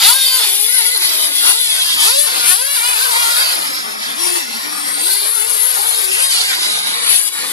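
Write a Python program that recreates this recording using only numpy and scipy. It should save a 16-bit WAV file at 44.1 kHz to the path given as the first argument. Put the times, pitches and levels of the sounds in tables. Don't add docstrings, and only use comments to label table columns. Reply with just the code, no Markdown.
import sys
import numpy as np
from scipy import signal
from scipy.fft import rfft, irfft, next_fast_len
from scipy.io import wavfile
from scipy.ndimage import uniform_filter1d, map_coordinates

SR = 44100
rng = np.random.default_rng(int(sys.argv[2]) if len(sys.argv) > 2 else 0)


def dump_mix(stems):
    frames = np.atleast_2d(stems).T
    limited = np.clip(frames, -1, 1)
    pcm = np.round(limited * 32767).astype(np.int16)
    wavfile.write(sys.argv[1], SR, pcm)


N = 331632
TIME_S = np.arange(N) / SR

# time_s, bark_share, rasp_share, waver_percent
GRIT = [(0, .08, .35, .5), (.35, .06, .22, .5), (.42, .65, .65, 2), (.6, .35, .55, 1.8), (.75, .2, .4, 1.6),
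        (.93, .3, .4, 1.5), (1.02, .8, .35, 1), (1.42, .55, .5, .8), (1.6, .3, .6, 1), (1.72, .75, .3, .25),
        (2, .8, .35, .3), (2.1, .1, .22, .5), (2.24, .15, .3, .5), (2.33, .85, .85, 1), (2.47, .1, .25, 1),
        (2.7, .1, .22, .6), (2.8, .3, .38, 1.6), (3.3, .45, .55, 2), (3.45, .55, .6, 1.3),
        (3.6, .9, .9, .5), (4.9, .85, .85, .8), (5.15, .7, .42, 1.4), (6.1, .8, .55, 1.5),
        (6.25, .5, .45, .4), (6.36, .85, .3, .25), (6.6, .9, .35, .3), (6.75, .92, .7, .8),
        (7.05, .9, .75, .8), (7.12, .55, .5, 1.3), (7.28, .65, .6, 1.5), (7.4, .92, .85, 1)]
def engine():
    hz = firing_rate()
    bark_grit, rasp_grit, waver_percent = curves(GRIT)
    turns = np.cumsum(hz * (1 + waver_percent / 100 * wobble(45))) / SR
    pulses = firings(hz, turns, scatter_db=1.5, jitter_turns=.005)
    pulses = pipe_smear(pulses, s_per_hz=8e-7)
    bark = pipe_bark(pulses, turns, bark_grit)
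    rasp = crankcase_rasp(pulses, turns, rasp_grit)
    hiss = gas_hiss(pulses, turns)
    bark_db, rasp_db, hiss_db = faders()
    body = (amp(bark_db + 1.1 * wobble(25)) * bark
            + amp(rasp_db + .76 * wobble(25)) * rasp
            + amp(hiss_db + .24 * wobble(18) + .97 * wobble(40)) * hiss)
    note = firing_note(turns)
    low_cut_hz = hz * (.92 - .38 * bark_grit)
    return moving_eq(body, low_cut_hz), note + whines(turns)


# start_s, target_hz, lag_s
THROTTLE_MOVES = [(.015, 575.3, .075), (.17, 509.7, .15), (.385, 431.4, .012), (.44, 375, 0.016),
                  (.52, 434, 0.063), (.64, 558.7, .1), (.75, 498, 0.026), (.94, 340.2, 0.029),
                  (1.05, 268.3, .25), (1.44, 699, 0.23), (1.62, 462.8, .012), (1.66, 255, .25),
                  (2.025, 679.5, .12), (2.2, 597, .015), (2.256, 225.4, 0.049), (2.45, 369.6, .02),
                  (2.54, 589, 0.075), (2.75, 456.6, 0.016), (2.82, 525.6, 0.049), (3.515, 221.7, .1),
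                  (4, 332.1, 0.37), (4.17, 351.6, 0.019), (4.39, 230.4, .039), (4.59, 300.5, .04),
                  (4.72, 285.7, 0.052), (5.03, 394.8, .025), (5.2, 473, 0.063), (5.99, 382, 0.011),
                  (6.155, 562.5, 0.042), (6.27, 120.4, .5), (6.65, 238.1, 0.029), (7.08, 403.5, 0.014),
                  (7.19, 450.7, .02), (7.292, 235, 0.054)]
# centre_s, drop_hz
WHEEL_BUMPS = [(.833, 60), (2.967, 105), (3.13, 70), (3.2, 50), (3.275, 62), (3.345, 62), (3.42, -18),
               (3.47, 25.5), (5.408, 55), (5.582, 50), (5.7, -50.5), (5.8, 65), (7.165, 30), (7.254, 46.5)]
def firing_rate(start_hz=268.4, bump_s=.04):
    hz = np.full(N, start_hz)
    for start_s, target_hz, lag_s in THROTTLE_MOVES:
        a = round(start_s * SR)
        hz[a:] = target_hz + (hz[a] - target_hz) * np.exp(-(TIME_S[a:] - TIME_S[a]) / lag_s)
    return uniform_filter1d(hz, size=600) - bells(WHEEL_BUMPS, bump_s)


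def firings(hz, turns, scatter_db, jitter_turns):
    at = np.interp(np.arange(1, turns[-1]), turns, np.arange(N))
    luck = rng.standard_normal((len(at), 2))
    period = SR / hz[at.astype(int)]
    at = np.clip(at + jitter_turns * period * luck[:, 0], 8, N - 9)
    grid = at.astype(int)[:, None] + np.arange(-7, 9)
    offset = grid - at[:, None]
    click = np.sinc(offset) * np.cos(np.pi * offset / 16) ** 2
    size = amp(scatter_db * luck[:, 1]) * np.sqrt(period)
    return unit(np.bincount(grid.ravel(), (click * size[:, None]).ravel(), N))


def pipe_smear(x, s_per_hz):
    hz = np.fft.rfftfreq(N, 1 / SR)
    return irfft(rfft(x) * np.exp(-1j * np.pi * s_per_hz * hz ** 2), N)


def puffs(turns, depth):
    return unit(np.exp(depth * np.cos(2 * np.pi * turns)) * rng.standard_normal(N))


# frequency_hz, gain_db
PIPE_RING_EQ = [(150, -30), (330, -26), (570, -19), (790, -4), (930, -4), (1140, -11), (1430, -2),
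                (1850, -11), (2350, -3), (2900, -8), (5000, -35)]
# frequency_hz, gain_db
PIPE_WASH_EQ = [(150, -11.5), (500, -9), (900, -6), (2300, -5.5), (3200, -29.5)]
def pipe_bark(pulses, turns, grit):
    ring = unit(coloured(pulses, PIPE_RING_EQ))
    wash = unit(coloured(puffs(turns, depth=.67), PIPE_WASH_EQ))
    return unit(blend(ring, wash, grit))


# frequency_hz, gain_db
CRANKCASE_EQ = [(1200, -42), (2000, -2), (2800, -2), (3500, 2.5), (4100, 3), (4700, 4), (5400, -2),
                (6000, -5), (8000, -5.5)]
def crankcase_rasp(pulses, turns, grit):
    return unit(coloured(blend(pulses, puffs(turns, depth=.027), grit), CRANKCASE_EQ))


# frequency_hz, gain_db
GAS_EQ = [(3000, -72), (6000, -11), (7300, -5.5), (8600, 1), (10000, 1.5), (12000, -2.5), (15000, -3)]
def gas_hiss(pulses, turns):
    return unit(coloured(blend(pulses, puffs(turns, depth=.99), share=.99), GAS_EQ))


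# time_s, bark_db, rasp_db, hiss_db
LEVEL_RIDES = [(0, -27.5, -15, -43), (.17, -31, -19.5, -18), (.43, -26.5, -14.5, -24),
               (.6, -35.5, -21.5, -20.5), (1, -31, -20.5, -25), (1.6, -33.5, -20, -21.5),
               (2, -30, -16.5, -30), (2.6, -25.5, -22.5, -19), (3.41, -23.5, -17.5, -20),
               (3.95, -33, -30, -37), (4.6, -31.5, -27, -32.5), (4.9, -29.5, -27, -24.5),
               (5.3, -29.5, -26, -20), (6.1, -29.5, -22, -20.5), (6.35, -29, -16, -22.5),
               (6.6, -27.5, -18, -50), (6.8, -30.5, -21.5, -39), (7.05, -29, -22.5, -21.5),
               (7.25, -35.5, -25.5, -20.5), (7.52, -26, -24, -35)]
# peak_s, hold_s, bark_db, rasp_db, hiss_db
EXHAUST_BURSTS = [(0.06, 0.0051, 5.5, 8, 22.5), (0.389, 0.087, -3, -0.5, 2), (.79, 0.012, 5.5, 2, 0.5),
                  (1.06, 0.0066, 1, 5, -3), (1.2, 0.01, 3, 3, 2), (1.461, 0.028, 7.5, 5.5, 7),
                  (2.054, 0.004, 7, 6, 15), (2.19, 0.0083, -3, -0.5, 12.5), (2.49, 0.0034, 3, 5, 9.5),
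                  (4.05, 0.031, 3, 6, -13), (4.208, 0.16, 3.5, 6, 13), (5.085, 0.013, 0.5, 4, 6.5),
                  (5.87, 0.0091, 0, -0.5, 1), (6.22, 0.023, 3.5, 0, 4), (6.69, 0.011, 1.5, 0, 11),
                  (7.105, 0.054, 1.5, 5.5, 6.5), (7.489, 0.01, -4.5, -2, 8.5)]
# centre_s, depth_db
DUCKS = [(.99, 4.5), (2.11, -0.5), (2.641, 4.5), (6.279, 5), (7.308, 6.5)]
def faders(rise_s=.038, fall_s=.054, duck_s=.017):
    db = np.array(curves(LEVEL_RIDES))
    for peak_s, hold_s, *boost_db in EXHAUST_BURSTS:
        before = np.clip(peak_s - TIME_S, 0, None) / rise_s
        after = np.clip(TIME_S - peak_s - hold_s, 0, None) / fall_s
        db += np.outer(boost_db, np.exp(-before ** 2 - after ** 2))
    return db - bells(DUCKS, duck_s)


# centre_s, length_s, centre_hz, width_hz, gain_db
GLINT_BANDS = [(0.2, 0.37, 915, 446, 5), (0.298, 0.7, 3520, 189, 6), (.3, 0.17, 4560, 187, 8),
               (.5, 1.6, 13400, 1500, 4.5), (0.842, 0.36, 2050, 190, 9), (0.946, 0.055, 4260, 349.7, 12.5),
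               (1.101, 1.8, 10450, 129.9, 11), (1.38, 0.12, 3500, 150, 8), (1.805, 0.43, 3450, 220, 8.5),
               (2.476, 0.13, 2430, 400, 7), (3.198, 0.31, 895, 129.7, 6.5), (3.847, 0.41, 5350, 299.4, 11),
               (4.229, .12, 5610, 400, 11), (4.286, 0.23, 9655, 399.8, 7), (4.65, 0.64, 5522, 300.1, 10.5),
               (4.94, 0.39, 8600, 191.3, 16), (5.142, 0.4, 4230, 793.4, 6), (5.599, 1.1, 11100, 500.4, 6),
               (6.17, 0.15, 2600, 401.3, 9.5), (6.702, 1.2, 13750, 1530, -9.5),
               (6.86, 0.45, 3880, 250.5, 9.5), (6.918, 0.36, 10040, 200.1, 6),
               (7.097, 0.087, 2280, 700, 6.5)]
def moving_eq(x, low_cut_hz, steepness=12, patchy_db=1.39):
    hz, t, spectrum = signal.stft(x, SR, nperseg=1024)
    hz = hz[:, None]
    patches = uniform_filter1d(rng.standard_normal(spectrum.shape), size=8, axis=0)
    db = patchy_db * unit(uniform_filter1d(patches, size=4, axis=1))
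    for centre_s, length_s, centre_hz, width_hz, gain_db in GLINT_BANDS:
        band = np.exp(-((hz - centre_hz) / width_hz) ** 2)
        db += gain_db * band * soft_gate(t, centre_s, length_s)
    ratio = hz / np.interp(t, TIME_S, low_cut_hz)
    low_cut = 1 / (1 + (ratio + 1e-3) ** -steepness)
    return signal.istft(spectrum * amp(db) * low_cut, SR, nperseg=1024)[1][:N]


# time_s, level_db
NOTE_RIDE = [(0, -40), (.14, -38), (.9, -35.5), (1.1, -40.5), (1.4, -42), (1.6, -36), (1.8, -62),
             (2.2, -21.5), (2.35, -49), (2.68, -29), (2.85, -48), (3.5, -49), (3.75, -44), (4.1, -40.5),
             (4.3, -25.5), (4.5, -40), (4.9, -35), (6.25, -33), (6.6, -57), (7.52, -47)]
def firing_note(turns):
    level_db = curves(NOTE_RIDE)[0] + 2.5 * wobble(40)
    return amp(level_db) * np.sin(2 * np.pi * turns + .4 * wobble(70))


# centre_s, length_s, harmonic_number, level_db
WHINE_CUES = [(.28, .3, 7, -23), (.76, .16, 4, -27), (1.72, .07, 8, -21), (1.81, .08, 9, -21),
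              (1.81, .06, 11, -20), (2.19, .14, 7, -23), (2.86, .2, 5, -28), (3.455, .19, 9, -18),
              (6.32, .26, 9, -22), (6.55, .26, 11, -25)]
def whines(turns):
    tones = sum(amp(db) * soft_gate(TIME_S, centre_s, length_s) * np.sin(2 * np.pi * harmonic * turns)
                for centre_s, length_s, harmonic, db in WHINE_CUES)
    return tones * amp(2.5 * wobble(40))


def dirt_banks(x, t60_s, renewals, predelay_samples=60):
    t, out = np.arange(SR // 8) / SR, np.zeros((2, N + SR))
    hop = N // renewals + 1
    for start in range(-hop, N, hop):
        a = max(start, 0)
        piece = x[a:start + 2 * hop]
        piece = piece * np.hanning(2 * hop)[a - start:][:len(piece)]
        tail = rng.standard_normal((2, len(t))) * amp(-60 * t / t60_s)
        echo = signal.fftconvolve(piece[None], tail / np.linalg.norm(tail[0]), axes=1)
        out[:, a + predelay_samples:][:, :echo.shape[1]] += echo
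    return out[:, :N]


def amp(db):
    return 10 ** (np.asarray(db) / 20)


def unit(x):
    return x / np.sqrt(np.mean(x ** 2) + 1e-20)


def blend(clean, rough, share):
    return np.sqrt(1 - share) * clean + np.sqrt(share) * rough


def curves(rows):
    time_s, *columns = np.transpose(rows)
    return [np.interp(TIME_S, time_s, column) for column in columns]


def bells(rows, width_s):
    return sum(height * np.exp(-((TIME_S - centre_s) / width_s) ** 2) for centre_s, height in rows)


def soft_gate(t, centre_s, length_s):
    return np.exp(-(2 * (t - centre_s) / length_s) ** 4)


def wobble(rate):
    return map_coordinates(rng.standard_normal(int(N * rate / SR) + 4), [TIME_S * rate])


def coloured(x, eq, size=4096):
    hz, db = np.transpose(eq)
    gain = amp(np.interp(np.log(np.fft.rfftfreq(size, 1 / SR) + 1), np.log(hz), db))
    cepstrum = irfft(np.log(gain))
    cepstrum[1:size // 2] *= 2
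    cepstrum[size // 2 + 1:] = 0
    return signal.fftconvolve(x, irfft(np.exp(rfft(cepstrum))))[:N]


def delayed(x, ms):
    return map_coordinates(x, [np.arange(N) - ms * SR / 1000], order=5, mode="nearest")


# time_s, right_lead_ms
PAN_PATH = [(0, 0.14), (.9, 0.00099), (1.4, 0.023), (2.5, -0.11), (3.2, -0.066), (5.6, -0.086),
            (7, -0.00065), (7.52, 0.068)]
def scene():
    lead_ms, = curves(PAN_PATH)
    body, tones = engine()
    buggy = body + tones
    lows = coloured(buggy, [(1500, -5), (3500, -53)])
    right = delayed(buggy + (amp(-25 * lead_ms) - 1) * lows, -lead_ms)
    echo_send = coloured(body, [(800, -4), (3000, 0), (9000, 3)])
    return np.array([buggy, right]) + dirt_banks(echo_send, t60_s=.04, renewals=60)


# frequency_hz, gain_db
LEFT_PORT_EQ = [(100, 9.5), (300, 4.5), (900, 6), (3000, 2), (4700, -4.5), (7000, 0), (9300, 1),
                (10400, 10.5), (11500, 2.5), (15000, -5.5)]
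# frequency_hz, gain_db
RIGHT_PORT_EQ = [(100, -12), (300, 0), (900, 2), (5000, 1.5), (8600, -4), (9500, -12), (10400, -8),
                 (12200, -23), (13500, -15), (15000, -18)]
def record(dry, ceiling=.98, low_cut_hz=130, top_hz=14600):
    ports = np.array([coloured(dry[0], LEFT_PORT_EQ), -coloured(dry[1], RIGHT_PORT_EQ)])
    clipped = ports / (1 + np.abs(ports / ceiling) ** 16) ** (1 / 16)
    size = next_fast_len(N + 8192)
    hz = np.fft.rfftfreq(size, 1 / SR)
    passband = (hz < top_hz) * hz ** 2 / (hz ** 2 + low_cut_hz ** 2)
    return irfft(rfft(clipped, size) * passband, size)[:, :N]


dry = scene()
out = record(dry)
dump_mix(out)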